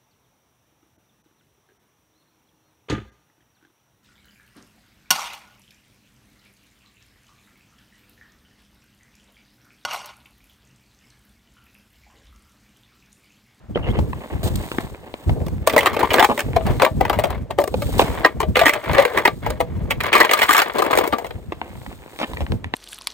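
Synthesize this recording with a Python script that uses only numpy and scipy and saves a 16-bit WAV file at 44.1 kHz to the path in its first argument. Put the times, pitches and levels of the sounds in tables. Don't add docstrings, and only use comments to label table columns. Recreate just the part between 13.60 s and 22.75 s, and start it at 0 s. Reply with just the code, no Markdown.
import sys
import numpy as np
from scipy import signal
from scipy.fft import rfft, irfft, next_fast_len
from scipy.io import wavfile

SR = 44100
rng = np.random.default_rng(int(sys.argv[2]) if len(sys.argv) > 2 else 0)


def persist_wave(psi):
    counts = np.round(np.clip(psi, -1, 1) * 32767).astype(np.int16)
    wavfile.write(sys.argv[1], SR, np.atleast_2d(counts).T)


N = 403515
TIME = np.arange(N) / SR


def gain_of(db):
    return 10 ** (np.asarray(db) / 20)


def evened(x):
    return x / np.sqrt(np.mean(x ** 2) + 1e-20)


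def read(points, hz):
    f, value = np.transpose(points)
    return np.interp(np.log(hz + 1), np.log(f + 1), value)


def add(mix, s, sound):
    part = mix[:, max(round(s * SR), 0):][:, :sound.shape[1]]
    part += sound[:, :part.shape[1]]


def coloured(x, spectrum, size=4096):
    hz = abs(np.fft.fftfreq(size, 1 / SR))
    log_gain = np.log(gain_of(read(spectrum, hz)))
    taps = np.fft.ifft(np.exp(np.conj(signal.hilbert(log_gain)))).real
    return signal.oaconvolve(x, taps[None, :size // 2], axes=1)[:, :x.shape[1]]


def resonate(x, hz, width_hz):
    turn = np.exp(2j * np.pi * np.cumsum(hz) / SR)
    r = np.exp(-np.pi * width_hz / SR)
    return (turn * signal.lfilter([(1 - r) ** 2], [1, -2 * r, r * r], x / turn)).real


def registers(x, order=4):
    # (thud to clack [Hz], clack to crack [Hz])
    crossovers = [900, 4000]
    low, high = crossovers
    bands = [(low, "low"), ([low, high], "band"), (high, "high")]
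    filters = [signal.butter(order, hz, kind, fs=SR, output="sos") for hz, kind in bands]
    return np.array([signal.sosfilt(sos, x) for sos in filters])


def shares(db, bright_db, crack_db):
    crack_tilt = 0.41
    return db - bright_db / 2, db + bright_db / 2, db + crack_db + crack_tilt * bright_db


def flutter(per_s, depth_db):
    knots = np.arange(0, TIME[-1] + 1, 1 / per_s)
    wander = 2 * np.tanh(rng.standard_normal(len(knots)) / 2)
    return gain_of(depth_db * np.interp(TIME, knots, wander))


def strokes(rows, attack_s, t60):
    power = 0
    for s, length, db in rows:
        rise = np.clip((TIME - s) / attack_s, 0, 1)
        power = power + (rise * gain_of(db - 60 * np.maximum(TIME - s - length, 0) / t60)) ** 2
    return np.sqrt(power)


def swings(rows):
    return np.sqrt(sum((gain_of(db) * np.exp(-(2 * (TIME - s) / length) ** 2)) ** 2 for s, length, db in rows))


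def jerks(count=1500):
    slips_per_s, uneven, spread_db, slip_t60 = 73, .7, 2.5, .075
    gaps, force = rng.uniform(-1, 1, (2, count))
    at = np.append(0, np.cumsum(1 + uneven * gaps[1:])) / slips_per_s
    last = np.searchsorted(at, TIME, "right") - 1
    return gain_of(spread_db * force[last] - 60 * (TIME - at[last]) / slip_t60)


def grains(length, per_s, spread_db):
    size = gain_of(spread_db * np.minimum(rng.exponential(1, length), 3.5))
    return size * rng.choice([-1, 1], length) * (rng.random(length) < per_s / SR)


def dead_tap(colour, t60, rise=0.00023, size=4096):
    t = np.arange(size) / SR
    shape = (1 - np.exp(-t / rise)) * gain_of(-60 * t / t60)
    return evened(coloured(rng.standard_normal((2, size)) * shape, colour))


def boot_tap(contact_t60=0.0072, tail_t60=0.34, tail_db=-13):
    # (frequency [Hz], relative density [dB])
    sole_colour = [(80, -11), (250, 7), (450, 6.5), (950, 1), (1400, -6.5), (2100, -3.5), (2700, -8.5),
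                   (3800, -19.5), (6000, -35.5), (16000, -47)]
    return dead_tap(sole_colour, contact_t60) + gain_of(tail_db) * dead_tap(sole_colour, tail_t60)


def shell_tap(contact_t60=0.02, walls_t60=0.13, walls_db=-12, ring_db=-8):
    # (frequency [Hz], relative density [dB])
    plastic_colour = [(80, -38.5), (230, -7), (420, 5), (620, 0.5), (1150, -5), (1400, -9), (1650, -4.5),
                      (2150, -4.5), (2700, -10), (3800, -13.5), (6000, -18.5), (16000, -16.5)]
    # (nominal frequency [Hz], relative level [dB], t60 [s])
    modes = [(471, 3, 0.18), (513, -3, 0.28), (586, 6.5, 0.15), (638.7, 1.5, 0.21), (786, -6.5, 0.12),
             (1177, 10, 0.074), (1510, -10.5, 0.079), (1830, -2.5, 0.1), (1930, 4.5, 0.054),
             (2060, 8.5, 0.023), (2347, 3, 0.073), (2930, 2.5, 0.038), (3240, -2, 0.063),
             (4120, -6.5, 0.089)]
    flex = .04
    contact = dead_tap(plastic_colour, contact_t60)
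    walls = dead_tap(plastic_colour, walls_t60)
    t = np.arange(contact.shape[1]) / SR
    hz, db, t60 = np.transpose(modes)[:, :, None]
    hz = hz * (1 + flex * rng.uniform(-1.03, 1, hz.shape))
    partials = gain_of(db - 60 * t / t60) * np.sin(2 * np.pi * hz * t)
    ring = rng.standard_normal((2, len(modes))) @ partials
    return contact + gain_of(walls_db) * walls + gain_of(ring_db) * evened(ring)


def fractures(rows, tap, per_s, spread_db, first_db, crumble_t60, strain_db, spot_db, spot_q,
              size=6144, count=32):
    lead_in, snap_s = .012, 0.0097
    out, snap = np.zeros((2, N)), round(lead_in * SR)
    t = (np.arange(size) - snap) / SR
    strain = np.where(t < 0, gain_of(strain_db) * (1 + t / lead_in) ** 2, 1)
    places = registers(np.array([tap() for _ in range(count)]))
    for k, (s, hold, db, bright_db, crack_db, hz) in enumerate(rows):
        crumble = gain_of(-60 * np.maximum(t - hold, 0) / crumble_t60)
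        force = grains(size, per_s, spread_db) * strain * crumble
        force[snap] = gain_of(first_db)
        bands = signal.fftconvolve(places[:, k % count], force[None, None], axes=2)[:, :, :size]
        bands = bands + gain_of(spot_db) * signal.lfilter(*signal.iirpeak(hz, spot_q, fs=SR), bands)
        strength = np.sqrt((bands ** 2).sum(2).mean(1) / ((abs(hold) + snap_s) * SR))
        levels = gain_of(shares(db, bright_db, crack_db)) / strength
        add(out, s - lead_in, np.tensordot(levels, bands, 1))
    return out


def grinding(tap, per_s, spread_db, pressure=1, count=6):
    out = 0
    for _ in range(count):
        force = pressure * grains(N, per_s / count, spread_db)
        out = out + signal.oaconvolve(force[None], tap(), axes=1)[:, :N]
    return out


def wind(air_db=-56, whirl_db=-14, whirl_growth=0.98):
    # (start [s], length [s], level above which the breeze adds [dB])
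    gusts = [(.08, 0.021, -27), (.15, 0.3, -22), (.71, 0.26, -25), (1.13, 0.028, -27), (1.66, 0.28, -20),
             (2.1, 0.4, -31.5), (2.83, 0.12, -22.5), (3.04, 0.074, -17.5), (3.3, 0.12, -21.5),
             (3.5, 0.18, -29.5), (3.7, 0.25, -30.5), (4.1, 0.41, -24), (4.74, 0.22, -25.5),
             (5.26, 0.054, -24.5), (5.55, 0.29, -36.5), (5.76, 0.23, -31), (6.06, 0.24, -25),
             (6.35, 0.16, -33.5), (7.15, 0.55, -46), (7.67, 0.24, -37), (8.06, 0.25, -41.5),
             (8.68, 0.39, -29)]
    # (frequency [Hz], relative density [dB])
    eddy_colour = [(15, -29), (30, -31.5), (48, -3), (70, -1), (120, -4), (200, -10), (330, -17),
                   (600, -35.5), (1500, -49.5), (4000, -58.5)]
    # (frequency [Hz], relative density [dB])
    whirl_colour = [(60, -27), (140, -5), (280, -15), (450, -5.5), (900, -21.5), (3000, -70)]
    # (frequency [Hz], relative density [dB])
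    air_colour = [(30, -24), (200, -22), (600, -7), (1500, -15.5), (5000, -30.5), (16000, -41)]
    breeze_db = -47.5
    gust = gain_of(breeze_db) + strokes(gusts, attack_s=0.017, t60=0.54)
    eddies = coloured(rng.standard_normal((2, N)), eddy_colour, size=16384) * flutter(per_s=45, depth_db=6.5)
    whirls = coloured(rng.standard_normal((2, N)), whirl_colour) * flutter(per_s=70, depth_db=11.5)
    air = coloured(rng.standard_normal((2, N)), air_colour)
    shed = gain_of(whirl_db) * gust.max() * (gust / gust.max()) ** whirl_growth
    return gust * evened(eddies) + shed * evened(whirls) + gain_of(air_db) * evened(air)


def nylon():
    # (frequency [Hz], relative density [dB])
    cloth_colour = [(200, -32), (900, 8), (2200, 2.5), (3700, 12.5), (5500, 2), (8500, 7.5), (11000, 0),
                    (13000, 6), (16000, 3)]
    # (time of greatest speed [s], length [s], level [dB])
    swishes = [(.62, 0.58, -53), (1.07, 0.48, -43), (1.7, 0.63, -53.5), (2.65, 0.42, -40.5),
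               (3.15, 0.41, -46.5), (4.38, 0.45, -38), (5.4, 0.94, -48.5), (6.87, 0.3, -37),
               (7.35, 1, -52.5), (8.25, 0.54, -51.5), (8.68, 0.43, -48)]
    # (time [s], length [s], level [dB])
    brushes = [(0.827, 0.068, -33.5), (0.955, 0.0083, -28.5), (1.205, 0.013, -39.5), (4.379, 0.04, -27)]
    # (start [s], length [s], first pitch [Hz], last pitch [Hz], level [dB])
    squeaks = [(0.147, 0.02, 3020, 3080, -35), (0.222, 0.05, 3000, 2670, -40),
               (0.288, 0.037, 2880, 3580, -42), (0.323, 0.077, 2800, 3230, -49)]
    hiss = coloured(rng.standard_normal((2, N)), cloth_colour) * flutter(per_s=350, depth_db=3.0)
    out = swings(swishes) * evened(hiss)
    for s, length, db in brushes:
        size = int(length * SR)
        ribs = np.array([grains(size, per_s=7400, spread_db=6) for _ in range(2)])
        rasp = coloured(ribs * signal.windows.tukey(size, .2), cloth_colour)
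        add(out, s, gain_of(db) * evened(rasp))
    for s, length, first_hz, last_hz, db in squeaks:
        size = int(length * SR)
        pitch = np.linspace(first_hz, last_hz, size)
        weave = resonate(rng.standard_normal((2, size)), pitch, width_hz=300)
        add(out, s, gain_of(db) * evened(weave * signal.windows.tukey(size, .5)))
    return out


def crunches(trim_db=0.6):
    # (time [s], time the snow keeps breaking [s], level before trim [dB],
    # brightness [dB], icy crack [dB], ring of the spot [Hz])
    steps = [(0.157, 0.019, -26, -9.5, -28, 526), (0.389, 0.005, -31.5, -13.5, -4, 450),
             (0.531, 0.002, -36, 6, -22, 1050), (0.832, 0.039, -36.5, -14, -33, 870),
             (1.116, 0.0043, -29.5, -2.5, -12, 655), (1.184, 0.0005, -19.5, -2, -23, 686),
             (1.54, 0.0011, -31, -2, -10.5, 1030), (1.694, 0.0058, -28.5, -16, -9, 775),
             (2.689, 0.0045, -31, -16, -24, 426), (2.697, 0.031, -25.5, -12, -12, 1190),
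             (4.141, 0.0044, -28.5, -16.5, -2.5, 530), (4.394, 0.012, -14, -2, -14, 520),
             (4.416, 0.0088, -20.5, -6.5, -6.5, 730), (7.921, 0.0075, -30.5, -3.5, -13, 670),
             (8.015, 0.0014, -27, -2.5, -36, 670), (8.263, 0.002, -40.0, 1, -18, 520),
             (8.589, 0.036, -31.5, -2, -6.5, 810), (8.614, 0.0037, -29, -8.5, -11, 480),
             (8.63, 0.013, -28.5, -1, -8, 1750), (8.734, 0.0025, -44.5, 17, -7, 960),
             (8.77, 0.003, -37.5, 10, -15, 2000), (8.806, 0.014, -36, -13, 0, 370),
             (8.865, 0.001, -41.5, 11, -16, 650), (8.92, 0.0018, -32.5, -6.5, -3.5, 454),
             (9.043, 0.0002, -34.5, 9, -11, 1810), (9.138, 0.00063, -20.5, -1, -12, 874)]
    return gain_of(trim_db) * fractures(steps, boot_tap, per_s=990, spread_db=3.0, first_db=12.5,
                                        crumble_t60=0.017, strain_db=-18, spot_db=1.5, spot_q=4.5)


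def tread(trim_db=-1, tick_db=-5):
    # (start [s], length [s], level before trim [dB])
    shifts = [(.16, 0.23, -34), (.45, 0.88, -39), (.77, 0.42, -47), (1.3, 0.91, -45), (1.78, 0.043, -46.5),
              (2.7, 0.47, -38), (4.25, 0.36, -33.5), (6.0, 1, -51), (7.6, 0.32, -48.5), (7.98, 0.566, -42),
              (8.58, 0.25, -43)]
    packing = grinding(boot_tap, per_s=2500, spread_db=2.5, pressure=jerks())
    ticks = grinding(boot_tap, per_s=40, spread_db=4)
    snow = evened(packing * flutter(per_s=25, depth_db=7.5)) + gain_of(tick_db) * evened(ticks)
    return gain_of(trim_db) * strokes(shifts, attack_s=0.02, t60=0.17) * snow


def chips(hold_s=0.0028, bright_db=-9.5, crack_db=-0.5, ring_hz=2700):
    # (time [s], level [dB])
    snaps = [(1.865, -38.5), (1.882, -39), (4.016, -34), (4.039, -28), (4.076, -29.5), (5.903, -27.5),
             (7.475, -26)]
    rows = [(s, hold_s, db, bright_db, crack_db, ring_hz) for s, db in snaps]
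    return fractures(rows, shell_tap, per_s=2350, spread_db=1.5, first_db=11.0,
                     crumble_t60=0.0061, strain_db=-9, spot_db=-24, spot_q=2.7)


def knocks(trim_db=-1):
    # (time [s], time the ice keeps breaking [s], level before trim [dB],
    # brightness [dB], icy crack [dB], ring of the spot [Hz])
    catches = [(2.073, 0.00074, -12.5, -4.5, -0.5, 570), (2.097, 0.0022, -25, 8, -6, 2400),
               (2.124, 0.002, -34.5, -10, -12, 560), (2.134, 0.0097, -22, -11, -7, 494),
               (2.163, 0.0017, -10.5, -7, -9, 513), (2.179, 0.0065, -15, 7, -7, 1910),
               (2.207, 0.0034, -26.5, 9.5, -9.5, 3180), (2.23, 0.0034, -23, -4, -9, 440),
               (2.259, 0.0058, -17.5, 15, -10, 1250), (2.269, 0.0037, -16.5, 2.5, -20.5, 1220),
               (2.331, 0.015, -28, -2.5, -8.5, 480), (2.365, 0.0074, -23, -4.5, -12.5, 457),
               (2.392, 0.008, -32.5, 7.5, -3, 760), (2.43, 0.003, -18, -9, -11, 940),
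               (2.443, 0.003, -25, 1.5, -27, 1060), (2.505, 0.0096, -23, 7.5, -12, 2200),
               (2.533, 0.003, -29, 9, 3, 790), (2.541, 0.0025, -12.5, 0, -9, 650),
               (2.583, 0.0044, -12, -3, -20, 1560), (2.595, 0.0076, -16.5, 8, -7.5, 885),
               (2.609, 0.0071, -16.5, -1, -31, 810), (2.626, 0.0067, -13, 1, -11, 850),
               (2.645, 0.001, -13, 6, -7, 870), (2.777, 0.0034, -23, -4.5, -7, 640),
               (2.792, 0.012, -27.0, 9, -2.5, 2320), (2.963, 0.0018, -16.5, -11, -12.5, 746),
               (3.008, 0.003, -31.5, -17, -20, 650), (3.066, 0.004, -27, -9.5, -5.5, 615),
               (3.198, 0.01, -20.5, -4, -18.5, 840), (3.22, 0.0032, -11.5, -3.5, -10, 660),
               (3.231, 0.01, -17, -8, -15, 653), (3.249, 0.002, -17, 5, -9.5, 690),
               (3.263, 0.0094, -20, -6, -35, 740), (3.409, 0.0063, -17.5, -10, -13, 750),
               (3.451, 0.0022, -23, 3.5, -15.5, 694), (3.497, 0.0023, -16, -3.5, -10.5, 680),
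               (3.53, 0.011, -26, 3, -12.5, 925), (3.588, 0.0073, -19.5, -7, -7, 675),
               (3.638, 0.012, -17, -11.5, -10, 656), (3.704, 0.0028, -26, -9, -6, 876),
               (3.907, 0.0017, -26.5, -1.5, -11, 766), (3.986, 0.0015, -15, -15.5, -9, 630),
               (4.002, 0.014, -29.5, -18, 1, 664), (4.22, 0.0033, -27.5, -4, -3, 580),
               (4.647, 0.0022, -8.5, 5.5, -27.5, 1840), (4.66, 0.0011, -17, 3, -14.5, 1065),
               (4.803, 0.01, -23, 0, -6, 974), (4.83, 0.0017, -21, -10, -18, 644),
               (4.956, 0.0005, -15.5, 10, -19, 2200), (4.968, 0.0087, -12.5, -4.5, -12, 590),
               (4.992, 0.0042, -15, 4.5, -10.5, 560), (5.013, 0.0076, -15, -5.5, -12, 640),
               (5.034, 0.003, -24, 11, -16, 1170), (5.057, 0.015, -13, 6.5, -10, 1950),
               (5.081, 0.0076, -20, 11.5, -7.5, 2340), (5.094, 0.002, -16.5, 8, -10.5, 2110),
               (5.135, 0.0053, -29.5, 19, -6, 2190), (5.332, 0.002, -28, -7.5, -1.5, 1250),
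               (5.348, 0.004, -19.5, -2, -14, 1910), (5.372, 0.003, -24, 0, -21, 600),
               (5.382, 0.0089, -15.5, 0, -14.5, 550), (5.398, 0.002, -20, 3, -11, 610),
               (5.423, 0.0026, -27.5, -1, -4, 610), (5.451, 0.0013, -13.5, -5.5, -11.5, 557),
               (5.575, 0.0009, -21, 15, -11.5, 1880), (5.585, 0.003, -21.5, 2, -13.5, 2120),
               (5.652, 0.0088, -11.5, 2.5, -15, 2090), (5.676, 0.0017, -14.5, 0.5, -14.5, 530),
               (5.863, 0.004, -22.5, -7, -10.5, 840), (6.003, 0.0057, -18, -9, -9.5, 633),
               (6.307, 0.0078, -17, 2.5, -10.5, 2250), (6.404, 0.0049, -23, 8, -12, 2170),
               (6.466, 0.003, -28.5, 0, -20, 1920), (6.529, 0.011, -16, 11, -12.5, 2400),
               (6.552, 0.015, -12, 6.5, -15, 2090), (6.58, 0.004, -23.5, -2, -1, 1930),
               (6.602, 0.004, -14, 2.5, -6, 1820), (6.61, 0.0043, -11.5, 8.5, -19, 2000),
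               (6.648, 0.0026, -19, 7.5, -12, 654), (6.693, 0.0027, -19, 2, -20, 2240),
               (6.712, 0.0034, -16, 5.5, -7, 1900), (6.735, 0.0016, -11.5, 7, -7.5, 1070),
               (6.79, 0.01, -23.5, 5.5, -6, 2280), (6.817, 0.007, -19, 11.5, -9, 2090),
               (6.83, 0.002, -17, 9, -7.5, 2200), (6.891, 0.0081, -17, 7, -8, 1170),
               (6.906, 0.02, -21, 12.5, -5, 1510), (6.93, 0.005, -21, 6, 2, 1900),
               (6.947, 0.0067, -17.5, 8.5, -10.5, 1080), (6.966, 0.017, -19.5, 13, -6.5, 1260),
               (6.99, 0.0084, -17, 8, -8.5, 593), (7.018, 0.0027, -16.5, 9, -8.5, 1490),
               (7.184, 0.012, -20, -10, -3.5, 736), (7.221, 0.0016, -16, -4.5, -9.5, 1220),
               (7.31, 0.0063, -24, 3.5, -7, 1120), (7.33, 0.0063, -15.5, -1.5, -16.5, 1260),
               (7.374, 0.0059, -15.5, -8.5, -4, 455), (7.386, 0.0047, -16, -5, -6.5, 433),
               (7.439, 0.0067, -29.5, 3, -7, 1200), (7.525, 0.012, -18, -3, -18, 1140),
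               (7.584, 0.0027, -27, -5.5, -6, 696), (7.645, 0.0049, -29, -6, -13, 740),
               (7.665, 0.0027, -33.5, -7, -5, 513), (7.707, 0.003, -31, -7.5, -18, 472)]
    return gain_of(trim_db) * fractures(catches, shell_tap, per_s=640, spread_db=3, first_db=10.5,
                                        crumble_t60=0.044, strain_db=-9, spot_db=5.5, spot_q=4.5)


def drag(grit_db=-13):
    # (start [s], length [s], level [dB], brightness [dB])
    pushes = [(2.106, 0.2, -31, -3.5), (2.382, 0.06, -24, -4.5), (2.511, 0.065, -24.5, -6.5),
              (3.051, 0.057, -32, -7), (3.425, 0.32, -36.5, -5), (4.404, 0.27, -34.5, -6.5),
              (4.973, 0.09, -31, -2.5), (5.122, 0.041, -29.5, 0), (5.226, 0.072, -32, 0.5),
              (5.27, 0.16, -28.5, 2.5), (5.463, 0.11, -35, 2.5), (5.544, 0.031, -23.5, -5),
              (5.818, 0.072, -37.5, 1.5), (5.928, 0.86, -49, -7), (6.424, 0.06, -30, 7),
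              (6.515, 0.12, -23.5, 4.5), (6.693, 0.17, -29, 9.5), (6.879, 0.12, -31.5, 17.5),
              (7.051, 0.049, -30, 1), (7.14, 0.044, -26.5, -5), (7.185, 0.26, -25.5, -5.5),
              (7.54, 0.085, -40.5, -12)]
    start, length, db, bright_db = np.transpose(pushes)
    slips = jerks()
    thud, clack, _ = registers(grinding(shell_tap, per_s=1400, spread_db=2.0, pressure=slips))
    grit = registers(grinding(shell_tap, per_s=910, spread_db=10.5, pressure=slips))[2]
    out = 0
    for band, band_db in zip((thud, clack, grit), shares(db, bright_db, grit_db)):
        out = out + strokes(zip(start, length, band_db), attack_s=0.0095, t60=0.26) * evened(band)
    return out


def groan(trim_db=-0.5):
    # (time [s], pitch of its resonance [Hz], level before trim [dB])
    course = [(5.12, 617, -32), (5.18, 605, -26.5), (5.215, 640, -50.5), (5.25, 660, -40.5),
              (5.3, 615, -21.5), (5.33, 564, -32), (5.385, 535, -8.5), (5.425, 572, -16), (5.485, 524, -34),
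              (5.51, 520, -28), (5.56, 405, -31), (5.62, 386, -31)]
    # (multiple of its pitch [ratio], width [Hz], relative level [dB])
    resonances = [(1, 85, 0), (1.36, 110, -7), (2.02, 170, -9), (3.5, 400, -10)]
    s, hz, level_db = np.transpose(course)
    t = np.arange(s[0], s[-1], 1 / SR)
    pitch = np.interp(t, s, hz)
    slips = np.array([grains(len(t), per_s=540, spread_db=1.0) for _ in range(2)])
    ring = sum(gain_of(mode_db) * evened(resonate(slips, multiple * pitch, width))
               for multiple, width, mode_db in resonances)
    level = gain_of(trim_db + np.interp(t, s, level_db)) * signal.windows.tukey(len(t), .05)
    out = np.zeros((2, N))
    add(out, s[0], level * evened(ring))
    return out


def ports(shell, person, air):
    # (frequency [Hz], left-right likeness [0 to 1])
    likeness = [(50, .55), (140, .7), (320, .85), (1400, .87), (2500, .72), (4000, .4), (5500, .25),
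                (7000, .85), (11000, .92), (16000, .94)]
    # (frequency [Hz], lead of the left [rad])
    port_lead = [(50, 0.31), (130, 1.6), (300, 1.34), (6300, 0.14), (9000, 0.28), (10400, 2.93),
                 (11900, 3.46), (13500, 5.9), (16000, 5.5)]
    # (frequency [Hz], left minus right [dB])
    balance = [(100, -11), (200, 9), (400, 2.5), (750, 4), (1100, 5), (1500, -3.5), (2400, -3), (4400, -5),
               (7000, -2)]
    # (time [s], extra level of left over right [dB])
    shell_lean = [(2.1, 0.5), (2.7, 2.5), (3.2, 3), (3.6, 3.5), (4.0, 2.5), (4.7, 2), (5.3, 2.5),
                  (5.7, 1.5), (6.3, 2), (6.7, 2.5), (7.2, 3.5), (7.55, 3)]
    # (time [s], lead of the left [rad])
    shell_lead = [(2.6, -0.2), (3.1, 0.3), (6.3, 1.02), (6.9, 1.36)]
    housing_hz = 6500
    port_delay = .000143
    size = next_fast_len(N + 4096)
    hz = np.fft.rfftfreq(size, 1 / SR)
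    same = np.clip(read(likeness, hz), -1, 1)

    def pair(x, lead, lean):
        a, b = rfft(x, size)
        right = (same * a + np.sqrt(1 - same ** 2) * b) * np.exp(-1j * lead)
        return np.array([lean * a, right]) * np.sqrt(2 / (1 + lean ** 2))

    lead = read(port_lead, hz)
    person_lead = np.where(hz < housing_hz, -2 * np.pi * hz * port_delay, lead)
    spectra = pair(shell, np.where(hz < housing_hz, 0, lead), gain_of(read(balance, hz)))
    near = irfft(spectra, size)[:, :N]
    below_housing = np.fft.ifft(2 * spectra[1] * (hz < housing_hz), size)[:N]
    lag = np.exp(-1j * np.interp(TIME, *np.transpose(shell_lead)))
    near[1] += (below_housing * (lag - 1)).real
    around = irfft(pair(person, person_lead, 0.99) + pair(air, lead, 1), size)[:, :N]
    shift_db = np.interp(TIME, *np.transpose(shell_lean))
    return near * gain_of([shift_db / 2, -shift_db / 2]) + around


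def scene():
    air = wind()
    person = nylon() + crunches() + tread()
    shell = chips() + knocks() + drag() + groan()
    return ports(shell, person, air)


def record(dry):
    edge_hz = 15950
    rounded = dry / (1 + (dry / .95) ** 6) ** (1 / 6)
    low_pass = signal.firwin(401, edge_hz, window=("kaiser", 8), fs=SR)
    return signal.oaconvolve(rounded, low_pass[None], "same")


dry = scene()
out = record(dry)
persist_wave(out)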